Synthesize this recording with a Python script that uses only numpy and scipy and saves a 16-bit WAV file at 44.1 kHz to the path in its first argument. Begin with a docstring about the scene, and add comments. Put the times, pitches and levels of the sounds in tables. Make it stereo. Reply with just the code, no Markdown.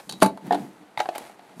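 """A brief rub of the hands over a faint background, then a toy truck set down on a wooden table in a small
room, close to a two-port microphone: axles clink, wheels land and tyres rumble. A torn card and plastic
blister pack then knocks on the table and is carried off, snapping, crackling and rustling in the hands.
Contacts are filtered pushes with chatter and ringing modes; rolling and rubbing are random tiny slips;
the background is coloured noise. A short diffuse room tail surrounds truck and pack."""
import sys
import numpy as np
from scipy import signal
from scipy.fft import rfft, irfft
from scipy.io import wavfile

SR = 44100
rng = np.random.default_rng(int(sys.argv[2]) if len(sys.argv) > 2 else 0)


def inscribe(sig):
    """Save sig as 16-bit PCM at rate SR to the path in sys.argv[1].

    A 1-D sig is mono; a 2-D sig holds one channel per row.
    Samples are clipped to [-1, 1] before scaling.
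    """
    pcm = np.round(np.clip(np.atleast_2d(sig).T, -1, 1) * 32767)
    wavfile.write(sys.argv[1], SR, pcm.astype(np.int16))


N = 70560  # samples, 1.6 s
HZ = np.fft.rfftfreq(8192, 1 / SR)
T = np.arange(N) / SR

# Quiet background of the place: pitch_hz, level_db
FLOOR_COLOUR = [(25, -31), (70, -17.5), (160, -1.5), (400, 5), (800, -0.5), (1300, -3), (4000, -19.5),
                (12000, -39), (16000, -62)]
FLOOR_DB, FLOOR_SIDE_DB = -56, 5  # mid level; side against mid

# Card and plastic rubbing in the hands: time_s, level_db
RUB_LEVELS = [(0, -36.5), (.03, -82), (.19, -59), (.4, -60), (.47, -48.5), (.5, -49), (.59, -47.5),
              (.7, -57.5), (.8, -58.5), (.96, -58.5), (1.015, -43.5), (1.045, -58), (1.13, -48),
              (1.18, -43.5), (1.26, -47), (1.31, -51), (1.36, -60.5), (1.5, -53), (1.6, -59.5)]
# Spectrum of that rubbing: pitch_hz, level_db
RUB_COLOUR = [(60, -51), (250, -5), (550, -5), (700, 2.5), (880, 4.5), (1050, -9.5), (2000, -7),
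              (3000, -14.5), (4550, -15.5), (5100, -23.5), (11000, -25), (16000, -38)]
# Fine hiss of sliding skin and film: time_s, level_db
HISS_LEVELS = [(0, -55), (.07, -58.5), (.19, -58.5), (.34, -67), (.42, -66.5), (.47, -58), (.51, -60),
               (.6, -54), (.68, -62), (.8, -68), (.96, -71), (1.02, -53.5), (1.12, -61), (1.19, -55),
               (1.27, -54.5), (1.36, -68), (1.55, -66.5), (1.6, -54.5)]
# Spectrum of that hiss: pitch_hz, level_db
HISS_COLOUR = [(500, -3.5), (4000, -7), (6000, -6.5), (9000, -4.5), (11500, -5.5), (14500, -14),
               (16000, -31)]

# Tyres rumbling on the wood: time_s, level_db
ROLL_LEVELS = [(0, -79), (.08, -51.5), (.13, -34.5), (.185, -53.5), (.21, -42.5), (.33, -48), (.405, -71),
               (.44, -41), (.485, -35), (.503, -39), (.55, -37.5), (.645, -37.5), (.72, -52.5), (.79, -59),
               (.83, -50), (.86, -67), (1.54, -60), (1.575, -45.5), (1.6, -44)]
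# Spectrum of the rumble: pitch_hz, level_db
ROLL_COLOUR = [(30, -65), (90, -29), (140, -11.5), (172, 1), (215, 2.5), (255, -10), (310, -3.5),
               (520, -23.5), (750, -18.5), (1100, -30.5), (4000, -49), (16000, -49.5)]

# Loose axles clinking: start_s, level_db, bass_db, treble_db
CLINKS = [(.0933, -13.5, 5, 4), (.0962, -12, -36, 4), (.1113, -18, -8, 4), (.1237, -14, -1, 4),
          (.137, -19, -9, -4), (.2025, -23, 21, 3.5), (.2125, -18, -20, 0.5), (.2175, -1.5, -4.5, -7)]
# Spectrum of the clink contact: pitch_hz, level_db
CLINK_COLOUR = [(40, -15), (200, -30), (450, 7), (750, 9.5), (2200, -2.5), (4200, 8.5), (5200, -1),
                (8000, -1.5), (11500, -2), (13500, -16), (16000, -21)]
# Modes of the axle: pitch_hz, level_db, t60_s
AXLE_MODES = [(208, 13, 0.27), (3120, 8, 0.06), (3880, 21, 0.16), (4270, 7, .06), (4530, 15, 0.06),
              (6650, 9, 0.025)]

# Wheels and chassis hitting the table: start_s, level_db, bass_db, treble_db
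LANDINGS = [(.2218, 24.5, -3, -6.5), (.2245, 31.5, 3.5, -19.5), (.2293, 21.5, 7, 3), (.236, 13.5, 1, -28),
            (.2445, 13.5, 5.5, -6.5), (.2612, 13, 15, -1.5), (.3742, 1.5, -30, -15)]
# Spectrum of the landing contact: pitch_hz, level_db
LANDING_COLOUR = [(30, -47), (95, -36), (180, -6), (250, -8.5), (340, 2), (520, -3), (650, -0.5), (800, 1),
                  (1400, -9), (2200, -16), (3800, -13), (4500, -7.5), (5200, -22.5), (10500, -11.5),
                  (13500, -24), (16000, -41)]
# Modes of the truck: pitch_hz, level_db, t60_s
TRUCK_MODES = [(205.3, 7, 0.23), (301, -8, 0.2), (334, 4, 0.06), (643.5, -2, 0.055), (872, 8.5, 0.16),
               (1170, 1, 0.061), (1370, -3.5, 0.048), (1558, -0.5, 0.045), (2080, -8.5, 0.033),
               (2263, -6, 0.087), (3880, -7.5, 0.12), (9100, -17, 0.05)]

# Creases ticking: start_s, level_db, bass_db, treble_db
TICKS = [(.4693, -12.5, 18, -7.5), (.985, -6, -23, -8), (1.1555, -9, -21, -1.5), (1.1812, -5.5, 11, 2.5),
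         (1.1835, -6, 15, -9)]
# Spectrum of the tick contact: pitch_hz, level_db
TICK_COLOUR = [(100, -35.5), (800, 9.5), (2500, -7.5), (5000, -10), (9000, -4), (14000, -6.5), (16000, -20)]
# Modes of the blister in the hands: pitch_hz, level_db, t60_s
BLISTER_MODES = [(439, -8, 0.052), (590, -18, 0.12), (719, -12, 0.042), (791, 4, 0.02), (875, -15, 0.094)]

# Pack knocking and juddering on the table: start_s, level_db, bass_db, treble_db, stiff_edge_bite_db
KNOCKS = [(.5083, 28.5, -2, -18.5, 7), (.5115, 21.5, -15, -20, -3), (.5195, 21, 6.5, -25, -8),
          (.5238, 18, 5, 5.5, 5), (.5305, 25.5, 4, -20, -13), (.534, 8, -2, 8, 7),
          (.5452, 21, -5.5, -0.5, -6), (.5505, 17, 10, -10, 2)]
# Spectrum of the knock contact: pitch_hz, level_db
KNOCK_COLOUR = [(35, -46), (100, -36), (300, -22), (520, -10.5), (750, -0.5), (1020, -11.5), (1250, -21),
                (1800, -17.5), (2400, -28), (3600, -19.5), (5500, -34.5), (11500, -37), (16000, -60)]
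# Modes of the pack against the table: pitch_hz, level_db, t60_s
RESTING_PACK_MODES = [(294, -2.5, 0.14), (413, -2, 0.065), (720.5, 0, 0.11), (785, 6.5, 0.069)]
# Broad resonance of the stiff edge against the table: pitch_hz, half_width_hz, share_of_bite (ratio)
RESTING_EDGE = [(1790, 180, 1)]

# Blister buckling: start_s, level_db, bass_db, treble_db, stiff_edge_bite_db, flexed_shell_pitch (ratio)
SNAPS = [(.975, 16, -18, 2.5, 11.5, 1.09), (.9925, 6, 3.5, 12.5, 12, 1.09), (.9955, 6.5, 9, -2, 17, 1.04),
         (1.002, 18, -4.5, 11, 7, 0.845), (1.0038, 24.5, -6.5, -11, 8, 1.06), (1.017, 0, -8, 10, 0, 1),
         (1.0572, 15.5, -7.5, -9, -3, 0.98), (1.0888, 17, 5, 1.5, -10.5, 0.922),
         (1.1505, 7, -23, 5, 8.5, 0.925), (1.159, 11, 6, 1.5, -5, 1.073), (1.208, -7, 21, -28, 8, 0.65),
         (1.272, -7, -5, -14, -4, 0.84), (1.297, 1.5, -14, -25, 6, 1.01), (1.393, -4.5, 1.5, 1.5, 6, 0.92),
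         (1.598, 14, -21, -10, 2, 0.62)]
# Spectrum of the snap contact: pitch_hz, level_db
SNAP_COLOUR = [(35, -60), (100, -32.5), (330, -11), (520, -14), (700, 0.5), (880, -9.5), (1120, -14),
               (1500, -14.5), (2000, -17), (3000, -21), (4400, -25), (5500, -33), (11500, -43.5),
               (16000, -54)]
# Broad resonances of the stiff edge in the hands: pitch_hz, half_width_hz, share_of_bite (ratio)
HELD_EDGE = [(2080, 290, 1), (3770, 350, 0.62)]

# Broad card flexing with a soft low push: start_s, level_db
FLEXES = [(0.975, 8), (0.992, -3)]
CARD_HZ, CARD_T60_S = 139, 0.12

# Decay of the small room: pitch_hz, t60_s
ROOM_DECAY = [(150, 0.3), (600, 0.23), (1500, 0.15), (4000, 0.16), (10000, 0.12)]
# Width of the room tail: pitch_hz, side_minus_mid_db
ROOM_WIDTH = [(60, -18), (170, -32), (500, -11), (1100, -19), (2200, -34), (4500, -30), (11000, -19)]
# Phase by which the left microphone port leads: pitch_hz, lead_radians
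PORT_LEAD = [(100, 0.15), (2500, 0.13), (5000, 0.22), (9000, 0.92), (12500, 1.1), (16000, 1.8)]
# Level balance of the microphone ports: pitch_hz, left_minus_right_db
PORT_LEAN = [(60, -1), (150, 0), (380, 1), (950, 1.5), (2380, 0), (5000, 0.1), (12000, -0.5)]

BASS_HZ, MIDDLE_HZ, TREBLE_HZ = 233, 764, 6200  # where each contact's tilt is set
CHATTER_HZ, RING_LOW_HZ = 1152, 146  # chatter lies above the first; the ringing is cut below the second
EDGE_HZ = 16300  # upper band limit


def amp(db):
    """Decibels to gain."""
    return 10 ** (np.asarray(db) / 20)


def evened(x):
    """Scales to rms 1."""
    return x / np.sqrt(np.mean(x ** 2) + 1e-20)


def read(points, hz=HZ):
    """Reads a table on a log-frequency axis."""
    f, value = np.transpose(points)
    return np.interp(np.log(hz + 1), np.log(f + 1), value)


def add(mix, s, sound):
    """Mixes a sound in at time s, cut off at the end of the mix."""
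    part = mix[max(round(s * SR), 0):][:len(sound)]
    part += sound[:len(part)]


def above(x, hz):
    """Second-order high-pass."""
    return signal.sosfilt(signal.butter(2, hz, "high", fs=SR, output="sos"), x)


def colour(x, db):
    """Causal minimum-phase filter with the given gain at each frequency."""
    log_gain = np.log(amp(np.r_[db, db[-2:0:-1]]))
    response = np.exp(np.conj(signal.hilbert(log_gain)))
    taps = np.fft.ifft(response).real[:len(db)]
    return signal.fftconvolve(x, taps)[:len(x)]


def background():
    """Quiet background: a coloured noise in mid, with an independent coloured noise in side."""
    mid, side = [evened(colour(rng.standard_normal(N), read(FLOOR_COLOUR))) for _ in range(2)]
    return amp(FLOOR_DB) * (mid + np.outer([1, -1], side) * amp(FLOOR_SIDE_DB))


def friction(levels, spectrum, grains_per_s, spread_db):
    """Random tiny slips of uneven size, coloured by what they excite."""
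    size = amp(spread_db * np.minimum(rng.exponential(1, N), 4))
    slipping = rng.random(N) < grains_per_s / SR
    slips = size * rng.standard_normal(N) * slipping
    level_db = np.interp(T, *np.transpose(levels))
    return evened(colour(slips, read(spectrum))) * amp(level_db)


def handling():
    """Card and plastic rub in the hands, with the finer slips of sliding skin and film."""
    rub = friction(RUB_LEVELS, RUB_COLOUR, grains_per_s=9000, spread_db=3.0)
    hiss = friction(HISS_LEVELS, HISS_COLOUR, grains_per_s=26000, spread_db=3.0)
    return rub + hiss


def rolling():
    """Tyres rumble on the wood as a stream of tiny slips."""
    return friction(ROLL_LEVELS, ROLL_COLOUR, grains_per_s=2000, spread_db=2.0)


def ringing(modes, pitch, swell_s, t):
    """An object's modes swell and ring down, each at its own rate."""
    ring = np.zeros(len(t))
    for hz, mode_db, t60_s in modes:
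        shape = (1 - np.exp(-t / swell_s)) * amp(-60 * t / t60_s)
        ring += amp(mode_db) * 2 * shape / shape.sum() * np.sin(2 * np.pi * hz * pitch * t)
    return above(ring, RING_LOW_HZ)


def hits(rows, spectrum, modes, swell_s, chatter_db, chatter_s, edge=()):
    """Each contact is a sharp push and a bright, dying chatter of tiny slips; the object's modes swell and ring."""
    out, t = np.zeros(N), T[:SR // 3]
    # offsets the treble that the chatter adds to the push
    balance = 10 * np.log10(1 + amp(chatter_db) ** 2 * HZ ** 4 / (HZ ** 4 + CHATTER_HZ ** 4))
    bite = sum(share * np.exp(-((HZ - hz) / width) ** 2) for hz, width, share in edge)

    def hit(db, bass_db, treble_db, bite_db=0, pitch=1):
        """One contact with its own tilt, edge bite and pitch."""
        ring = ringing(modes, pitch, swell_s, t)
        slips = above(rng.standard_normal(len(t)) * np.exp(-t / chatter_s), CHATTER_HZ)
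        push = (t == 0) + amp(chatter_db) * slips / np.linalg.norm(slips)
        contact = colour(push, read(spectrum) - balance + bite_db * bite)
        tilt = read([(BASS_HZ, bass_db), (MIDDLE_HZ, 0), (TREBLE_HZ, treble_db)])
        return colour(contact + ring, db + tilt)

    for start_s, *settings in rows:
        add(out, start_s, hit(*settings))
    return out


def clinks():
    """Loose axles clink: short contacts set the metal modes ringing."""
    return hits(CLINKS, CLINK_COLOUR, AXLE_MODES, swell_s=0.00045, chatter_db=26, chatter_s=0.0032)


def landing():
    """Wheels and chassis hit the table and ring the truck's modes."""
    return hits(LANDINGS, LANDING_COLOUR, TRUCK_MODES, swell_s=0.00059, chatter_db=12.5, chatter_s=0.0033)


def ticks():
    """Creases tick and excite the blister's modes."""
    return hits(TICKS, TICK_COLOUR, BLISTER_MODES, swell_s=0.0012, chatter_db=3, chatter_s=0.0027)


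def knocks():
    """The pack knocks and judders on the table, its stiff edge biting."""
    return hits(KNOCKS, KNOCK_COLOUR, RESTING_PACK_MODES, swell_s=0.0016, chatter_db=21.5,
                chatter_s=0.0075, edge=RESTING_EDGE)


def snaps():
    """The blister buckles in the hands; each flex of the shell shifts its modes in pitch."""
    return hits(SNAPS, SNAP_COLOUR, BLISTER_MODES, swell_s=0.0071, chatter_db=11.0,
                chatter_s=0.0047, edge=HELD_EDGE)


def card():
    """The backing card gives a low, quickly damped swing when it is gripped."""
    out, shape = np.zeros(N), amp(-60 * T / CARD_T60_S)
    swing = 2 * shape / shape.sum() * np.sin(2 * np.pi * CARD_HZ * T)
    for start_s, level_db in FLEXES:
        add(out, start_s, amp(level_db) * swing)
    return out


def room(x, wet_db, build_s):
    """Adds a short diffuse tail that dies band by band, its width varying with frequency."""
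    noise = rng.standard_normal((2, SR // 2))  # mid and side
    hz, t, bands = signal.stft(noise, SR, nperseg=256)
    bands[1] *= amp(read(ROOM_WIDTH, hz))[:, None]
    decay = amp(-60 * t / read(ROOM_DECAY, hz)[:, None])
    tail = signal.istft(bands * decay, SR, nperseg=256)[1]
    tail *= np.minimum(T[:tail.shape[1]] / build_s, 1)
    tail /= np.linalg.norm(tail[0])
    mid, side = signal.fftconvolve(x[None], tail, axes=1)[:, :N]
    return x + amp(wet_db) * np.array([mid + side, mid - side])


def scene():
    """Truck and pack in the small room, over its quiet background."""
    truck = rolling() + clinks() + landing()
    pack = handling() + ticks() + knocks() + snaps() + card()
    return background() + room(truck, wet_db=-11.0, build_s=0.0077) + room(pack, wet_db=-14.0, build_s=0.0095)


def record(dry):
    """Two close microphone ports differ in phase and level; then the overload limit and the band limit."""
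    hz = np.fft.rfftfreq(2 * N, 1 / SR)
    difference = np.log(amp(read(PORT_LEAN, hz))) + 1j * read(PORT_LEAD, hz)
    port = np.exp(np.outer([.5, -.5], difference))  # half to each port
    pair = irfft(rfft(dry, 2 * N) * port)[:, :N]
    limited = np.clip(pair, -1, 1)
    band_limit = signal.firwin(255, EDGE_HZ, window=("kaiser", 8), fs=SR)
    return signal.oaconvolve(limited, band_limit[None], "same")


dry = scene()
out = record(dry)
inscribe(out)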